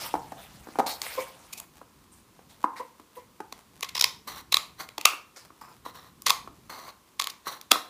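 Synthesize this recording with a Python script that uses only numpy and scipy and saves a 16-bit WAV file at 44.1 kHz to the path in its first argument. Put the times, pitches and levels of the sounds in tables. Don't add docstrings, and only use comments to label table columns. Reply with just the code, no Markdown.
import sys
import numpy as np
from scipy import signal
from scipy.fft import rfft, irfft
from scipy.io import wavfile

SR = 44100
rng = np.random.default_rng(int(sys.argv[2]) if len(sys.argv) > 2 else 0)


def dump_mix(stems):
    frames = np.atleast_2d(stems).T
    limited = np.clip(frames, -1, 1)
    pcm = np.round(limited * 32767).astype(np.int16)
    wavfile.write(sys.argv[1], SR, pcm)


N = 348345


def from_db(db):
    return 10 ** (np.asarray(db) / 20)


def rms_one(x):
    return x / np.sqrt(np.mean(x ** 2) + 1e-20)


def at_hz(points, hz, axis=1):
    table = np.array(points)
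    return np.interp(np.log(np.maximum(hz, 1)), np.log(table[:, 0]), table[:, axis])


def add(track, start_s, sound):
    i = max(0, round(start_s * SR))
    track[i:i + len(sound)] += sound[:max(0, N - i)]


def colour(x, spectrum, bright_db=0, size=4096):
    hz = np.arange(size // 2 + 1) * SR / size
    octaves = np.clip(np.log2(np.maximum(hz, 1) / 3600), -1.0, 1.2)
    cepstrum = irfft(np.log(from_db(at_hz(spectrum, hz) + bright_db * octaves)))
    cepstrum[1:size // 2] *= 2
    cepstrum[size // 2 + 1:] = 0
    response = irfft(np.exp(rfft(cepstrum)))
    return signal.oaconvolve(x, response)[:len(x)]


def resonate(x, hz, q):
    return signal.lfilter(*signal.iirpeak(hz, q, fs=SR), x)


def butter(x, hz, kind):
    return signal.sosfilt(signal.butter(2, hz, kind, fs=SR, output="sos"), x)


def drift(rate):
    return np.interp(np.arange(N) * rate / SR, np.arange(N), rng.standard_normal(N))


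def ring(x, hz, t60):
    r, w = from_db(-60 / (t60 * SR)), 2 * np.pi * hz / SR
    return signal.lfilter([0, np.sin(w)], [1, -2 * r * np.cos(w), r * r], x + 1e-18)


def grains(per_s, spread_db, size):
    strength = from_db(spread_db * np.minimum(rng.exponential(1, size), 4))
    happens = rng.random(size) < per_s / SR
    return happens * strength * rng.choice([-1, 1], size)


CRINKLE_DB, CRINKLE_PER_S = 4, 45
SNAGS_PER_S, SNAG_DB = 110, -3.5


def crinkle(count=12):
    out = np.zeros(N)
    edges = np.geomspace(200, 16000, count + 1)
    snags = from_db(SNAG_DB) * rms_one(grains(SNAGS_PER_S, 2.0, N))
    friction = [rms_one(grains(5000, 2.9, N)) + snags for _ in range(2)]
    for k, band in enumerate(zip(edges, edges[1:])):
        flex = from_db(CRINKLE_DB * np.clip(drift(CRINKLE_PER_S), -2, 2))
        out += flex * butter(friction[k % 2], band, "band")
    return out


BRUSH_ATTACK_S, BRUSH_FADE_DB_PER_S, BRUSH_RELEASE_S = 0.00068, 16, 0.037
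BRUSH_RING_DB, BRUSH_Q = 7.5, 5.7
SLEEVE_DB, SLEEVE_STOPS_S = -55.5, 1.66
# (frequency [Hz], level [dB per Hz])
RUSTLE_SPECTRUM = [(150, -22), (450, 6), (850, 11.5), (1500, 5.5), (5000, 0), (8000, -0.5), (15000, -4)]
# (start [s], length [s], level [dB], pitch [Hz], tilt [dB per octave])
BRUSH_STROKES = [(0, 0.068, -38, 5170, 1), (0.37, 0.044, -52.5, 3740, -3.5), (0.863, 0.039, -33, 4100, 2),
                 (1.021, 0.2, -41, 2260, 3), (2.114, 0.027, -55, 8750, 3), (2.492, 0.012, -51.5, 4100, 1.5),
                 (2.758, 0.042, -46.5, 1980, -1), (3.15, 0.025, -53, 1980, 2),
                 (5.359, 0.016, -45.5, 5000, 0.5)]


def brushing():
    friction = crinkle()
    arm_moves = np.clip((SLEEVE_STOPS_S - np.arange(N) / SR) / BRUSH_RELEASE_S, 0, 1)
    out = rms_one(colour(friction, RUSTLE_SPECTRUM)) * from_db(SLEEVE_DB) * arm_moves
    t = np.arange(SR // 2) / SR
    loudest_db = max(row[2] for row in BRUSH_STROKES)
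    for start, length, db, hz, tilt_db in BRUSH_STROKES:
        piece = friction[max(0, round(start * SR)):][:len(t)]
        rub = colour(piece, RUSTLE_SPECTRUM, tilt_db)
        rub = rub + from_db(BRUSH_RING_DB) * resonate(rub, hz, BRUSH_Q)
        attack_s = BRUSH_ATTACK_S * from_db(loudest_db - db)
        lift = np.exp(-np.maximum(t - length, 0) / BRUSH_RELEASE_S)
        contact = (1 - np.exp(-t / attack_s)) * lift
        add(out, start, rms_one(rub) * contact * from_db(db - BRUSH_FADE_DB_PER_S * t))
    return out


def fidgeting(db=-68):
    creaks = grains(1600, 6.4, N) * from_db(8.0 * np.clip(drift(22), -2, 2))
    return from_db(db) * rms_one(colour(creaks, RUSTLE_SPECTRUM))


AIR_DB = -59
# (frequency [Hz], level [dB per Hz])
AIR_SPECTRUM = [(25, -19), (55, -3.5), (220, -4), (400, -10), (700, -21), (1050, -11), (1600, -21),
                (3500, -22), (15000, -27.5)]
# (time [s], level [dB])
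RUMBLE_LEVELS = [(0.2, -60), (1.31, -68.5), (2.49, -68), (2.9, -76.5), (4.47, -64), (5.23, -75.5),
                 (6.5, -62.5), (7.02, -75.5)]


def air(waver_db=2.0):
    noise = from_db(AIR_DB) * rms_one(colour(rng.standard_normal(N), AIR_SPECTRUM))
    rumble = signal.sosfiltfilt(signal.butter(2, 280, fs=SR, output="sos"), noise)
    level_db = np.interp(np.arange(N) / SR, *np.transpose(RUMBLE_LEVELS))
    swell_db = level_db - level_db.mean()
    waver = waver_db * np.clip(drift(51), -2, 2)
    return noise + rumble * (from_db(swell_db + waver) - 1)


CONE_ATTACK_S = 0.00071
GRIP_HZ, KNOCK_T60_S = 790, 0.02
SLACK_LENGTHENS = 0.96
THUD_DB, THUD_FOLLOWS, SLACK_THUD_DB = -32, 0.59, 21
# (frequency [Hz], level [dB per Hz])
THUD_SPECTRUM = [(100, -24), (290, 4.5), (1300, -4.5), (1800, -11.5), (2800, -22), (15000, -31.5)]
# (time [s], ring level [dB], pitch [Hz])
CONE_KNOCKS = [(.14, -8.5, 840), (.153, -16, 940), (.32, -28, 800), (0.671, -37.5, 796), (.686, -32.5, 810),
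               (.756, -27.5, 800), (.787, -8, 720), (.7945, -8.5, 780), (.801, -7, 824), (.863, -18.5, 874),
               (1.153, -31, 1100), (1.814, -31.5, 1010), (2.391, -44.5, 900), (2.6419, -1.5, 1020),
               (2.997, -37, 1000), (3.403, -20.5, 870), (3.525, -29, 1040), (4.9805, -21, 900),
               (5.134, -19, 1180), (5.504, -33.5, 1140), (5.862, -19.5, 1033), (6.475, -24, 1105),
               (7.469, -17.5, 1150), (7.717, -12, 757), (7.757, -12, 1097)]


def knocks(size=6000):
    out, t = np.zeros(N), np.arange(size) / SR
    touch = 1 - np.exp(-t / CONE_ATTACK_S)
    for s, ring_db, hz in CONE_KNOCKS:
        slack = min(np.log2(GRIP_HZ / hz), .45)
        t60 = KNOCK_T60_S * 2 ** (SLACK_LENGTHENS * slack)
        modes = np.sin(2 * np.pi * hz * t) + from_db(-27.5) * np.sin(2 * np.pi * 2.05 * hz * t)
        ringing = from_db(ring_db) * modes * from_db(-60 * t / t60)
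        thud_db = THUD_DB + THUD_FOLLOWS * ring_db + SLACK_THUD_DB * slack
        thud = rms_one(colour(rng.standard_normal(size) * np.exp(-t / .004), THUD_SPECTRUM))
        add(out, s, touch * (ringing + from_db(thud_db) * thud))
    return out


CONE_T60_S = 0.018
# (frequency [Hz], level [dB per Hz])
TEAR_SPECTRUM = [(170, -39), (420, -17), (800, -17), (1650, -13.5), (2100, -5), (2900, -5), (3800, -0.5),
                 (5500, -4), (7000, -5), (8200, -10.5), (10500, -9), (15000, -12)]


def bursts(rows, size=2048):
    paper = np.zeros(N)
    age = np.arange(size) / SR
    t = age - age[size // 2]
    pop_shape = (1 - np.exp(-age / CONE_ATTACK_S)) * from_db(-60 * age / CONE_T60_S)
    for s, length, tear_db, pop_db, bright_db in rows:
        main_burst = np.exp(-np.abs(t / (0.68 * length)) ** 2.3)
        swell = main_burst + from_db(-25) * np.exp(-np.abs(t / length))
        crackle = colour(grains(24000, 3.77, size) * swell, TEAR_SPECTRUM, bright_db)
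        add(paper, s + t[0], from_db(tear_db) * rms_one(crackle) * np.sqrt(0.5 * length * SR / size))
        pop_hz = cone_pitch(s) * (1 + .03 * rng.uniform(-1, 1))
        add(paper, s, from_db(pop_db) * pop_shape * np.sin(2 * np.pi * pop_hz * age))
    return paper


TICK_POP_DB = -10
# (time [s], length [s], level [dB], tilt [dB per octave])
LIGHT_TICKS = [(1.018, 0.0018, -19.5, -1), (1.066, 0.0025, -30, -18), (1.5337, 0.0088, -32.5, 10),
               (1.583, 0.013, -39, 11.5), (1.601, 0.0031, -29.5, 16), (3.526, 0.0023, -30.5, 0),
               (3.809, 0.00086, -28, 5), (3.8922, 0.0058, -33, -3), (4.89, 0.0022, -35, -6.5),
               (4.982, 0.0024, -24, -3), (5.013, 0.0022, -27.5, -1.5), (6.2212, 0.0015, -32, 10),
               (7.2148, .0022, -23.5, -3), (7.222, 0.0011, -18, -5.5), (7.243, 0.0027, -24, -1.5),
               (7.302, 0.0065, -32.5, -1), (7.614, 0.0017, -33, -1)]


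def ticks():
    return [(s, length, db, db + TICK_POP_DB, tilt_db) for s, length, db, tilt_db in LIGHT_TICKS]


HUM_RELEASE_S, HUM_SCUFF_DB = 0.01, -16
# (time [s], level [dB], pitch [Hz], swell [s], octave level [dB])
FINGER_HUMS = [(1.174, -24.5, 518.4, 0.0083, -3.5), (2.796, -35, 514, 0.0062, 4.5),
               (3.165, -40, 491.4, 0.008, -1.5)]


def hums(size=10000):
    out, t = np.zeros(N), np.arange(size) / SR
    for s, db, hz, swell_s, octave_db in FINGER_HUMS:
        phase = 2 * np.pi * hz * t + 0.55 * drift(281)[:size]
        tone = np.sin(phase) + from_db(octave_db) * np.sin(2 * phase)
        scuff = from_db(HUM_SCUFF_DB) * rms_one(colour(rng.standard_normal(size), THUD_SPECTRUM))
        let_go = np.exp(-np.maximum(t - 2 * swell_s, 0) / HUM_RELEASE_S)
        drag = np.minimum(t / swell_s, 1) * let_go
        add(out, s, from_db(db) * (tone + scuff) * drag)
    return out


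BLADE_Q = 10.4
# (start [s], blade pitch [Hz], blade gain [dB], cone pitch [Hz])
BLADE_AND_CONE_PITCHES = [(1.5, 2400, 22.5, 1100), (3.3, 2080, -2, 1080), (3.9, 5140, 6, 1020),
                          (4.5, 3880, 2, 1130), (4.95, 2720, 3, 1197), (6.2, 4570, -14, 1110),
                          (7.6, 3600, -7, 1220)]


def cone_pitch(s):
    rows = BLADE_AND_CONE_PITCHES
    return next((hz for start, _, _, hz in rows[::-1] if start <= s), rows[0][-1])


def blade_colour(paper):
    out, t = paper.copy(), np.arange(N) / SR
    ends = [row[0] for row in BLADE_AND_CONE_PITCHES[1:]] + [np.inf]
    for (start, hz, db, _), end in zip(BLADE_AND_CONE_PITCHES, ends):
        active = (t >= start) & (t < end)
        out += from_db(db) * resonate(paper * active + 1e-18, hz, BLADE_Q)
    return out


SLIP_EVERY_S = .014
SLIP_LENGTH_S, SLIP_POP_DB, SLIP_BRIGHT_DB = 0.006, 2, -4
SLIP_SPREAD_DB = 2
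# (start [s], end [s], first tear level [dB], last tear level [dB])
CRUNCH_RUNS = [(3.831, 3.8473, -24, -31), (3.9545, 3.98, -25.5, -27), (6.2747, 6.2845, -21.5, -22)]


def crunches():
    rows = []
    for start, end, first_db, last_db in CRUNCH_RUNS:
        count = 1 + round((end - start) / SLIP_EVERY_S)
        uneven_db = SLIP_SPREAD_DB * rng.uniform(-1, 1, count)
        levels = np.linspace(first_db, last_db, count) + uneven_db
        for s, db in zip(np.linspace(start, end, count), levels):
            rows.append((s, SLIP_LENGTH_S, db, db + SLIP_POP_DB, SLIP_BRIGHT_DB))
    return rows


SNAP_BRIGHT_DB = -2.23
# (time [s], length [s], tearing level [dB], cone pop level [dB])
PAPER_SNAPS = [(3.997, 0.0054, -23.5, -34), (4.0127, 0.0029, -11, -28), (4.024, 0.0021, -17.5, -21),
               (4.0429, 0.0026, -8.5, -15), (4.526, 0.0059, -18, -18), (4.544, 0.003, -9.5, -17),
               (4.57, 0.0017, -11.5, -12.5), (5.0556, 0.0028, -2.5, -2.5), (6.267, 0.0059, -15, -10.5),
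               (6.298, 0.0054, -16.5, -21), (6.305, 0.002, -6.5, -6), (7.1988, 0.0045, -17.5, -13),
               (7.272, 0.0016, -19.5, -22.5), (7.7136, 0.0053, -22.5, -8.5), (7.7174, 0.0028, -2, -7)]


def snaps():
    return [(*row, SNAP_BRIGHT_DB) for row in PAPER_SNAPS]


CATCH_DB, CATCH_S, SLIDE_FADE_DB = 11.5, 0.013, -1.5


def stroke(start, end, edge_s):
    pressure = np.zeros(N)
    t = np.arange(start - 4 * edge_s, max(start, end) + 8 * edge_s, 1 / SR)
    grip = (1 + np.tanh((t - start) / edge_s)) / 2
    release = (1 + np.tanh((end - t) / (2 * edge_s))) / 2
    catch_db = CATCH_DB * np.exp(-np.maximum(t - start, 0) / CATCH_S)
    fade_db = np.interp(t, [start, end], [0, SLIDE_FADE_DB])
    add(pressure, t[0], grip * release * from_db(catch_db + fade_db))
    return pressure


SLIDE_ROUGH_DB, SLIDE_WAVER_DB = 3, 1.6
STEEL_WANDER, STEEL_WANDER_PER_S = 0.023, 40
# (frequency [Hz], level [dB per Hz])
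RASP_SPECTRUM = [(200, -19), (500, -0.5), (2050, -0.5), (3200, -4.5), (5500, -9), (8000, -7.5), (15000, -4)]
# (pitch [Hz], level [dB], time to die by 60 dB [s])
PRESSED_BLADES = [(2050, -8, 0.015), (4180, -1.5, 0.0056), (5800, -8.5, 0.0085)]
# (start [s], end [s], grip [s], rasp level [dB], relative pitch of the steel [ratio], cone resonance level [dB])
BLADE_SLIDES = [(4.274, 4.415, 0.0024, -44, 0.98, -48), (4.806, 4.826, 0.013, -35.5, 1.02, -38),
                (5.612, 5.73, 0.0011, -60, 1.23, -53.5), (5.855, 5.911, 0.006, -51, .96, -52),
                (5.951, 6.087, 0.011, -53.5, 0.953, -55), (6.697, 6.909, 0.0018, -47.5, 1.04, -46),
                (7.476, 7.563, 0.014, -41, 0.99, -44)]


def sliding():
    out = np.zeros(N)
    unsteady = from_db(SLIDE_ROUGH_DB * drift(260) + SLIDE_WAVER_DB * drift(40))
    slips = grains(5000, 3.5, N) * unsteady
    rasp = rms_one(colour(grains(8240, 1.5, N) * unsteady, RASP_SPECTRUM))
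    cone = rms_one(ring(slips, 1104, 0.0096))
    wander = np.arange(N) + STEEL_WANDER * np.cumsum(drift(STEEL_WANDER_PER_S))
    for start, end, grip_s, db, pitch, cone_db in BLADE_SLIDES:
        steel = np.zeros(N)
        for hz, mode_db, t60 in PRESSED_BLADES:
            steel += from_db(mode_db) * rms_one(ring(slips, hz * pitch, t60))
        steel = np.interp(wander, np.arange(N), steel)
        blades = from_db(db) * rms_one(rasp + steel)
        out += stroke(start, end, grip_s) * (blades + from_db(cone_db) * cone)
    return out


# (pitch [Hz], level [dB], time to die by 60 dB [s])
FREE_BLADES = [(2540, -1, 0.25), (2730, -0.5, 0.27)]
# (time [s], level [dB])
BLADE_CLOSINGS = [(5.051, -30.5), (7.72, -40.5)]


def closings():
    jolts = np.zeros(N)
    for s, db in BLADE_CLOSINGS:
        add(jolts, s, from_db([db]))
    return sum(from_db(db) * ring(jolts, hz, t60) for hz, db, t60 in FREE_BLADES)


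def cutting():
    return blade_colour(bursts(snaps() + crunches() + ticks())) + closings()


# (frequency [Hz], echo level [dB], time to die by 60 dB [s])
ROOM_ECHO = [(151, -12, 0.32), (520, -6.5, 0.45), (1066, -8.5, 0.35), (1754, -6.5, 0.36), (2880, -13, 0.31),
             (14080, -13.5, 0.29)]


def room(x, gap_s=.007, size=24000):
    t, response = np.arange(size) / SR, np.zeros(size)
    edges = np.geomspace(90, 17000, 15)
    for low, high in zip(edges, edges[1:]):
        hz = np.sqrt(low * high)
        band = butter(rng.standard_normal(size), [low, high], "band")
        tail = rms_one(band * from_db(-60 * t / at_hz(ROOM_ECHO, hz, axis=2)))
        response += from_db(at_hz(ROOM_ECHO, hz)) * tail * np.sqrt(2 * (high - low) / SR / size)
    out = np.zeros(N)
    add(out, gap_s, signal.oaconvolve(x, response))
    return out


def scene(low_cut_hz=140, count=3):
    handling = brushing() + fidgeting() + knocks() + hums() + sliding()
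    cutting_echo = sum(room(cutting()) for wall in range(count)) / np.sqrt(count)
    echo = cutting_echo + room(handling)
    sound = butter(cutting() + handling + echo, low_cut_hz, "high")
    return (sound + air())[None]


CUTOFF_HZ = 15350


def record(dry):
    rounded = dry / (1 + dry ** 6) ** (1 / 6)
    centred = butter(rounded, 32, "high")
    return signal.sosfilt(signal.ellip(10, .1, 70, CUTOFF_HZ, fs=SR, output="sos"), centred)


dry = scene()
out = record(dry)
dump_mix(out)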